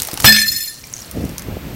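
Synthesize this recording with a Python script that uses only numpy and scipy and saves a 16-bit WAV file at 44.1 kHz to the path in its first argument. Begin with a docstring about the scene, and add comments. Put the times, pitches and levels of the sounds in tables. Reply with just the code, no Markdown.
"""Sugar shells crackle as a car tyre rolls onto a china plate of sweets on asphalt. The plate snaps in a
brittle fracture, and a large shard skids away, its bending modes struck anew at every contact, while sweets
and fragments scatter and click. The tyre crunches on over the crumbs. Turbulent wind buffets the close
microphone throughout, and the break overloads it."""
import sys
import numpy as np
from scipy import signal
from scipy.fft import rfft, irfft, next_fast_len
from scipy.io import wavfile
from scipy.ndimage import map_coordinates

SR = 44100
rng = np.random.default_rng(int(sys.argv[2]) if len(sys.argv) > 2 else 0)


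def digitize_waveform(pressure):
    """Quantize a signal to 16-bit integers and store it at the path in sys.argv[1].

    Rows of a 2-D input are taken as channels; values are limited to [-1, 1].
    """
    field = np.atleast_2d(pressure).T
    bounded = np.clip(field, -1, 1)
    quanta = np.round(bounded * 32767).astype(np.int16)
    wavfile.write(sys.argv[1], SR, quanta)


N = 77175
TIME_S = np.arange(N) / SR


def amp(db):
    """Decibels to amplitude ratio."""
    return 10 ** (np.asarray(db) / 20)


def unit(x):
    """Normalisation to rms 1."""
    return x / np.sqrt(np.mean(x ** 2) + 1e-20)


def curve(rows):
    """Linear interpolation of (time_s, value) points, one value per sample."""
    return np.interp(TIME_S, *np.transpose(rows))


def filtered(x, response):
    """Zero-phase filtering: the spectrum of x times a function of frequency."""
    size = next_fast_len(N + 8192)
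    return irfft(rfft(x, size) * response(np.fft.rfftfreq(size, 1 / SR)), size)[:N]


def noise(colour):
    """Gaussian noise of rms 1, spectrally shaped by (frequency_hz, level_db) points."""
    points_hz, db = np.transpose(colour)
    white = rng.standard_normal(N)
    return unit(filtered(white, lambda hz: amp(np.interp(np.log(hz + 1), np.log(points_hz), db))))


def decay(t60_s):
    """Exponential decay by 60 dB in t60_s."""
    return np.exp(-np.log(1000) * TIME_S / t60_s)


def sine(hz):
    """Simple harmonic motion with random phase."""
    return np.sin(2 * np.pi * (hz * TIME_S + rng.random()))


def wobble(knots_per_s):
    """Smooth random modulation: a spline through Gaussian knots."""
    knots = rng.standard_normal(int(N * knots_per_s / SR) + 4)
    return map_coordinates(knots, [TIME_S * knots_per_s])


def add(out, start_s, x):
    """Superposition of x on out from start_s on."""
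    i = round(start_s * SR)
    out[i:] += x[:N - i]


def bursts(rows, width_oct):
    """Damped transients: band noise whose amplitude halves width_oct either side of its centre."""
    out = np.zeros(N)
    for start_s, db, centre_hz, t60_s in rows:
        white = rng.standard_normal(N)
        band = filtered(white, lambda hz: 1 / (1 + (np.log2((hz + 1) / centre_hz) / width_oct) ** 2))
        add(out, start_s, amp(db) * decay(t60_s) * unit(band))
    return out


def grains(per_s, centre_hz, spread_oct, decay_cycles, scatter_db, samples):
    """Shot noise of rms 1: randomly timed damped sines, each falling to 1/e in decay_cycles."""
    t = np.arange(samples) / SR
    when, pitch, strength = np.hsplit(rng.random((int(per_s * N / SR), 3)), 3)
    hz = centre_hz * 2 ** (spread_oct * (2 * pitch - 1))
    gain = amp(scatter_db * np.minimum(-np.log(strength), 5))
    rings = gain * np.sin(2 * np.pi * hz * t) * np.exp(-t * hz / decay_cycles)
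    index = (when * N).astype(int) + np.arange(samples)
    return unit(np.bincount(index.ravel(), rings.ravel(), N)[:N])


def shell_cracks():
    """Brittle fracture: sugar shells under the tyre release their strain in short dry ticks."""
    # start_s, level_db, centre_hz, t60_s
    cracks = [(.0008, -11.5, 5800, 0.011), (.02, -6, 8000, 0.01), (.0275, -26, 8000, 0.013),
              (.0325, -13.5, 9100, 0.0071), (.05, -13.5, 7300, 0.0088), (.072, -15.5, 13200, 0.021),
              (.086, -21, 4030, 0.021), (.114, -13.5, 8450, 0.0068), (.1325, -20.5, 11300, 0.022),
              (.141, -10.5, 11300, 0.0043), (0.1744, -13.5, 3240, 0.011), (0.2015, -8.5, 5100, 0.0054),
              (.205, -11.5, 9100, 0.012), (0.222, -18, 8000, 0.023), (.871, -22, 13000, 0.0051),
              (.9283, -14.5, 12100, 0.0018), (1.113, -18.5, 13000, 0.007), (1.2515, -23.5, 11600, 0.0089),
              (1.293, -25.5, 11200, 0.0075), (1.3815, -16.5, 6400, 0.016), (1.3942, -23, 7950, .014),
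              (1.4212, -22.5, 5340, 0.0083)]
    return bursts(cracks, width_oct=1.55)


def sweet_rattle():
    """Heavily damped impacts: rolling and crushed sweets make tiny clicks that merge into a rattle."""
    # time_s, level_db
    levels = [(0, -24.5), (.04, -34.5), (.11, -37.5), (.165, -38), (.23, -29), (.26, -10), (.33, -38),
              (.42, -42), (.48, -32.5), (.62, -38.5), (.74, -37.5), (.9, -43), (1.0, -38), (1.12, -45),
              (1.3, -45.5), (1.5, -59), (1.75, -48)]
    clicks = grains(per_s=2200, centre_hz=8270, spread_oct=1.03, decay_cycles=3.4,
                    scatter_db=3, samples=256)
    return amp(curve(levels)) * clicks


def wind():
    """Turbulent pressure on the microphone rumbles; stronger gusts reach higher in frequency."""
    # gust strength: time_s, level_db
    gusts = [(0, -32.5), (.06, -40.5), (.122, -47), (.136, -25.5), (.165, -42), (.22, -29.5), (.265, -21),
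             (.33, -30.5), (.42, -41.5), (.51, -36.5), (.65, -47.5), (.9, -42.5), (.97, -38), (1.07, -42.5),
             (1.13, -38), (1.15, -25.5), (1.21, -23), (1.26, -26), (1.32, -28), (1.38, -37), (1.44, -34),
             (1.485, -27.5), (1.53, -24.5), (1.555, -31), (1.571, -22.5), (1.59, -35.5), (1.66, -28),
             (1.75, -28)]
    # spectrum of the rumble: frequency_hz, level_db
    low_colour = [(20, -15), (65, 1), (170, -2), (300, -8), (700, -28), (2000, -63), (8000, -90)]
    # spectrum that strong gusts bring out: frequency_hz, level_db
    high_colour = [(40, -62), (170, 4.5), (400, -4.5), (650, -5), (1100, -22.5), (3000, -26), (10000, -82)]
    gust_db, strong_db = curve(gusts), -22
    high_db = -27.5 + 1.76 * (gust_db - strong_db)
    return amp(gust_db - 1) * noise(low_colour) + amp(high_db) * noise(high_colour)


def outdoor_hiss():
    """Broadband ambient noise, whose level dips after the break and recovers."""
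    # frequency_hz, level_db
    colour = [(180, -28), (300, -6.5), (500, 1), (744, -2.5), (1280, -3.5), (1440, -4.5), (2280, -4.5),
              (10800, -19.5), (11900, -10.5), (15500, -13)]
    # time_s, level_db
    levels = [(0, -35.5), (.24, -37), (.45, -70), (.7, -52), (.9, -44), (1.15, -39.5), (1.4, -38),
              (1.75, -38)]
    return amp(curve(levels)) * noise(colour)


def plate_knocks():
    """Damped resonance: the strained plate knocks on the asphalt in a narrow band."""
    # start_s, level_db, centre_hz, t60_s
    knocks = [(.086, -22, 840, 0.025), (.1744, -19, 900, 0.021), (.2012, -24, 950, 0.036),
              (.2445, -4, 943, .022), (.247, -10.5, 440, 0.017)]
    return bursts(knocks, width_oct=0.32)


def wind_puffs():
    """Bipolar pressure pulses: each sharp buffet pushes and then pulls the diaphragm."""
    # centre_s, peak_db, half_width_s
    puffs = [(.134, -21.5, 0.00063), (1.174, -15.5, .0005), (1.242, -14.5, 0.00072), (1.257, -15, 0.0011),
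             (1.486, -17, 0.00062), (1.57, -15, 0.00048)]
    out = np.zeros(N)
    for centre_s, peak_db, half_width_s in puffs:
        u = (TIME_S - centre_s) / half_width_s
        out -= amp(peak_db) * u * np.exp((1 - u ** 2) / 2)
    return out


def plate_fracture():
    """Sudden release of strain: the plate snaps in broad bursts and its freed halves flex in low modes."""
    # start_s, level_db, t60_s
    snaps = [(0.2442, 2, 0.041), (0.2474, -11.5, 0.22)]
    # spectrum of a snap: frequency_hz, level_db
    colour = [(40, 7), (200, 14.5), (500, -1), (1000, 5), (1400, 3), (2700, 0), (5000, 0.5), (6500, -11.5),
              (10000, -5), (16000, -16)]
    # pitch_hz, level_db, t60_s
    bending_modes = [(211.7, -6.5, 0.42), (602, -27.5, 0.44)]
    bend_start_s, attack_s = 0.255, 0.017
    attack = 1 - np.exp(-TIME_S / attack_s)
    out = np.zeros(N)
    for start_s, db, t60_s in snaps:
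        add(out, start_s, amp(db) * decay(t60_s) * noise(colour))
    for hz, db, t60_s in bending_modes:
        add(out, bend_start_s, amp(db) * decay(t60_s) * attack * sine(hz))
    return out


def china_fragments():
    """Lighter damping lets tumbling bits of china ring longer than the sweets."""
    # time_s, level_db
    levels = [(.24, -54), (.25, -23), (.285, -13), (.31, -27.5), (.37, -19.5), (.42, -27.5), (.455, -36),
              (.55, -40), (.66, -42.5), (.74, -62)]
    rings = grains(per_s=1100, centre_hz=4895, spread_oct=1.3, decay_cycles=24,
                   scatter_db=2, samples=1024)
    return amp(curve(levels)) * rings


def clinks():
    """Free vibration: loose sweets and chips land and ring briefly in inharmonic modes."""
    # start_s, level_db, pitch_hz, t60_s
    landings = [(0.25, 0, 14300, .04), (.3225, -1, 4930, 0.058), (.344, -8, 4210, 0.14),
                (0.3624, -12.5, 2510, 0.03), (.364, -12.5, 6110, 0.081), (0.499, -23, 6960, 0.34),
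                (0.8384, -29.5, 2370, 0.032), (0.8402, -25.5, 5610, 0.028), (0.9379, -10.5, 6560, 0.011),
                (0.9657, -16, 6280, 0.011), (0.99, -23.5, 6700, 0.022), (1.003, -26, 6670, .025),
                (1.0196, -23, 5650, 0.03), (1.3819, -12, 6110, 0.0068), (1.395, -21.5, 6070, 0.011),
                (1.4212, -24, 6360, 0.0098)]
    # frequency_ratio, level_db
    chip_modes = [(1, -1.5), (0.87, -10), (0.34, -21.5), (1.3, -20), (1.3, -20)]
    out = np.zeros(N)
    for start_s, db, hz, t60_s in landings:
        ring = sum(amp(mode_db) * sine(hz * ratio) for ratio, mode_db in chip_modes)
        add(out, start_s, amp(db) * decay(t60_s) * ring)
    return out


def rocking(pace):
    """Beating: a mode and its close twin interfere and flutter as the shard rocks; a complex gain."""
    beat_hz, wander_hz, knots_per_s = 30 * pace, 17 * pace, 60
    flutter_db, twin_db = 2.5, -4

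    def partial(offset_hz):
        """Random amplitude and frequency modulation about offset_hz."""
        flutter = amp(flutter_db * wobble(knots_per_s * pace))
        hz = offset_hz + wander_hz * wobble(knots_per_s)
        return flutter * np.exp(2j * np.pi * np.cumsum(hz) / SR)

    pair = partial(0) + amp(twin_db) * partial(beat_hz) * np.exp(2j * np.pi * rng.random())
    return pair / np.sqrt(np.mean(np.abs(pair) ** 2))


def shard():
    """Modal ringing: contacts scrape and strike the shard; its pitch rises as it sheds its mass of sweets."""
    # pitch_hz, flat_db, edge_db, t60_s, rise_hz; both levels are weighted by a contact's edge_share
    modes = [(1702, 0, -17.5, 0.13, 12), (1766, 0, -13, 0.31, 35.5), (2562, 0, -26.5, .14, 18.5),
             (3495, 2.5, -14.5, 0.11, 50), (4194, 0, 3, 0.19, 27.5), (4890, -14, -26, 0.067, 53),
             (4918, 3.5, -7.5, 0.063, 84.5), (5147, 1.5, -0.5, 0.096, 61), (6080, -7, -5, 0.19, 4),
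             (7090, -14, -1, 0.14, 1), (7100, -6.5, -0.5, 0.094, 20.5), (7840, -6, -8, 0.19, 24),
             (8090, -1, -9.5, 0.055, 37), (9050, -15, -10, 0.49, 16.5), (9480, -11, -6, 0.13, 7),
             (10840, -11.5, -4, 0.28, 15), (11780, -9.5, -2, 0.24, 21), (13160, -4, -2, 0.15, 63),
             (14100, -14, 4, 0.11, 1.5), (14400, -7, 4, 0.18, 7), (14550, -9, -5, 0.13, 14)]
    # start_s, ring_db, edge_share (0 lands flat, 1 skips on the edge), scrape_db
    contacts = [(0.251, -11, 1, -16), (0.2576, -8.5, 0.44, 0), (0.268, -12.5, 0, -16),
                (0.2744, -10.5, 0.01, -10), (0.281, -12, 0.12, -19), (0.291, -11, 0, -8),
                (0.3239, -11.5, 0.12, -8.5), (0.346, -19, 0.03, -24), (0.3624, -15.5, 0.29, -11),
                (.385, -17, 0.54, -19), (0.399, -20, 0.8, -31), (0.416, -16.5, 0.21, -20),
                (0.456, -26, 1, -38), (0.467, -20.5, 0.8, -22), (0.479, -21, 0.61, -34),
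                (.499, -30, 0.8, -36), (0.516, -20, 0.75, -32), (0.532, -23, 0.44, -36),
                (0.549, -29, 0.5, -45), (0.561, -21, 0.8, -47), (0.579, -27, 1, -44),
                (0.603, -25, 0.61, -47), (.625, -26, 1, -50), (0.654, -29, 1, -54), (0.673, -28, 1, -54),
                (.692, -32, 0.7, -36), (.765, -39, 1, -55)]
    # frequency_hz, level_db
    scrape_colour = [(200, -20), (900, -27), (1600, 8), (2400, 8.5), (5000, -9), (6500, -1.5),
                     (10000, -4.5), (16000, -1)]
    flat_rise_s, edge_rise_s, scrape_t60_s = 0.0013, 0.0037, 0.019
    spill_start_s, spill_end_s = 0.304, 0.56
    soft_db, reference_hz = -25.5, 4200
    start_s, ring_db, edge, scrape_db = np.transpose(contacts)
    onsets = np.round(start_s * SR).astype(int)
    lengths = (SR * (flat_rise_s * (1 - edge) + edge_rise_s * edge)).astype(int)
    spilled = curve([(spill_start_s, 0), (spill_end_s, 1)])
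    dulling_db_per_oct = 0.64 * np.maximum(soft_db - ring_db, 0)  # soft contacts ring duller
    scatter_db = 2.5 * rng.standard_normal((len(contacts), len(modes)))
    phases = np.exp(2j * np.pi * rng.random(scatter_db.shape))
    ring, impulses = np.zeros(N), np.zeros(N)
    for k, (hz, flat_db, edge_db, t60_s, rise_hz) in enumerate(modes):
        dull_db = dulling_db_per_oct * max(np.log2(hz / reference_hz), 0)
        coupling_db = flat_db * (1.5 - edge) + edge_db * edge
        kicks = amp(ring_db - dull_db + coupling_db + scatter_db[:, k]) * phases[:, k]
        force = np.zeros(N, complex)
        for onset, length, kick in zip(onsets, lengths, kicks):
            force[onset:onset + length] += kick / length  # the ring builds while the contact lasts
        envelope = signal.lfilter([1], [1, -decay(t60_s)[1]], force)
        envelope *= rocking(pace=(hz / reference_hz) ** 0.6)  # high modes flutter faster
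        carrier = np.exp(2j * np.pi * np.cumsum(hz + rise_hz * spilled) / SR)
        ring += np.real(envelope * carrier)
    impulses[onsets] = amp(scrape_db)
    scrape_envelope = signal.lfilter([1], [1, -decay(scrape_t60_s)[1]], impulses)
    return ring + scrape_envelope * noise(scrape_colour)


def reflections(direct, level_db, t60_s):
    """Diffuse reflection from the car's body and the ground: convolution with a short noise tail."""
    tail = rng.standard_normal(N) * decay(t60_s)
    return amp(level_db) * signal.fftconvolve(direct, tail / np.linalg.norm(tail))[:N]


def scene():
    """Superposition of the close sources, their reflections and the wind, in one channel."""
    direct = plate_fracture() + shard() + shell_cracks() + plate_knocks()
    direct += clinks() + sweet_rattle() + china_fragments()
    echo = reflections(direct, level_db=-9, t60_s=0.099)
    return (direct + echo + wind() + outdoor_hiss() + wind_puffs())[None]


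def record(dry):
    """Saturation and band limiting: the microphone soft-clips the break and cuts the highest treble."""
    ceiling, hardness, top_hz = 0.95, 5, 16000
    clipped = dry[0] / (1 + np.abs(dry[0] / ceiling) ** hardness) ** (1 / hardness)
    return filtered(clipped, lambda hz: hz < top_hz)[None]


dry = scene()
out = record(dry)
digitize_waveform(out)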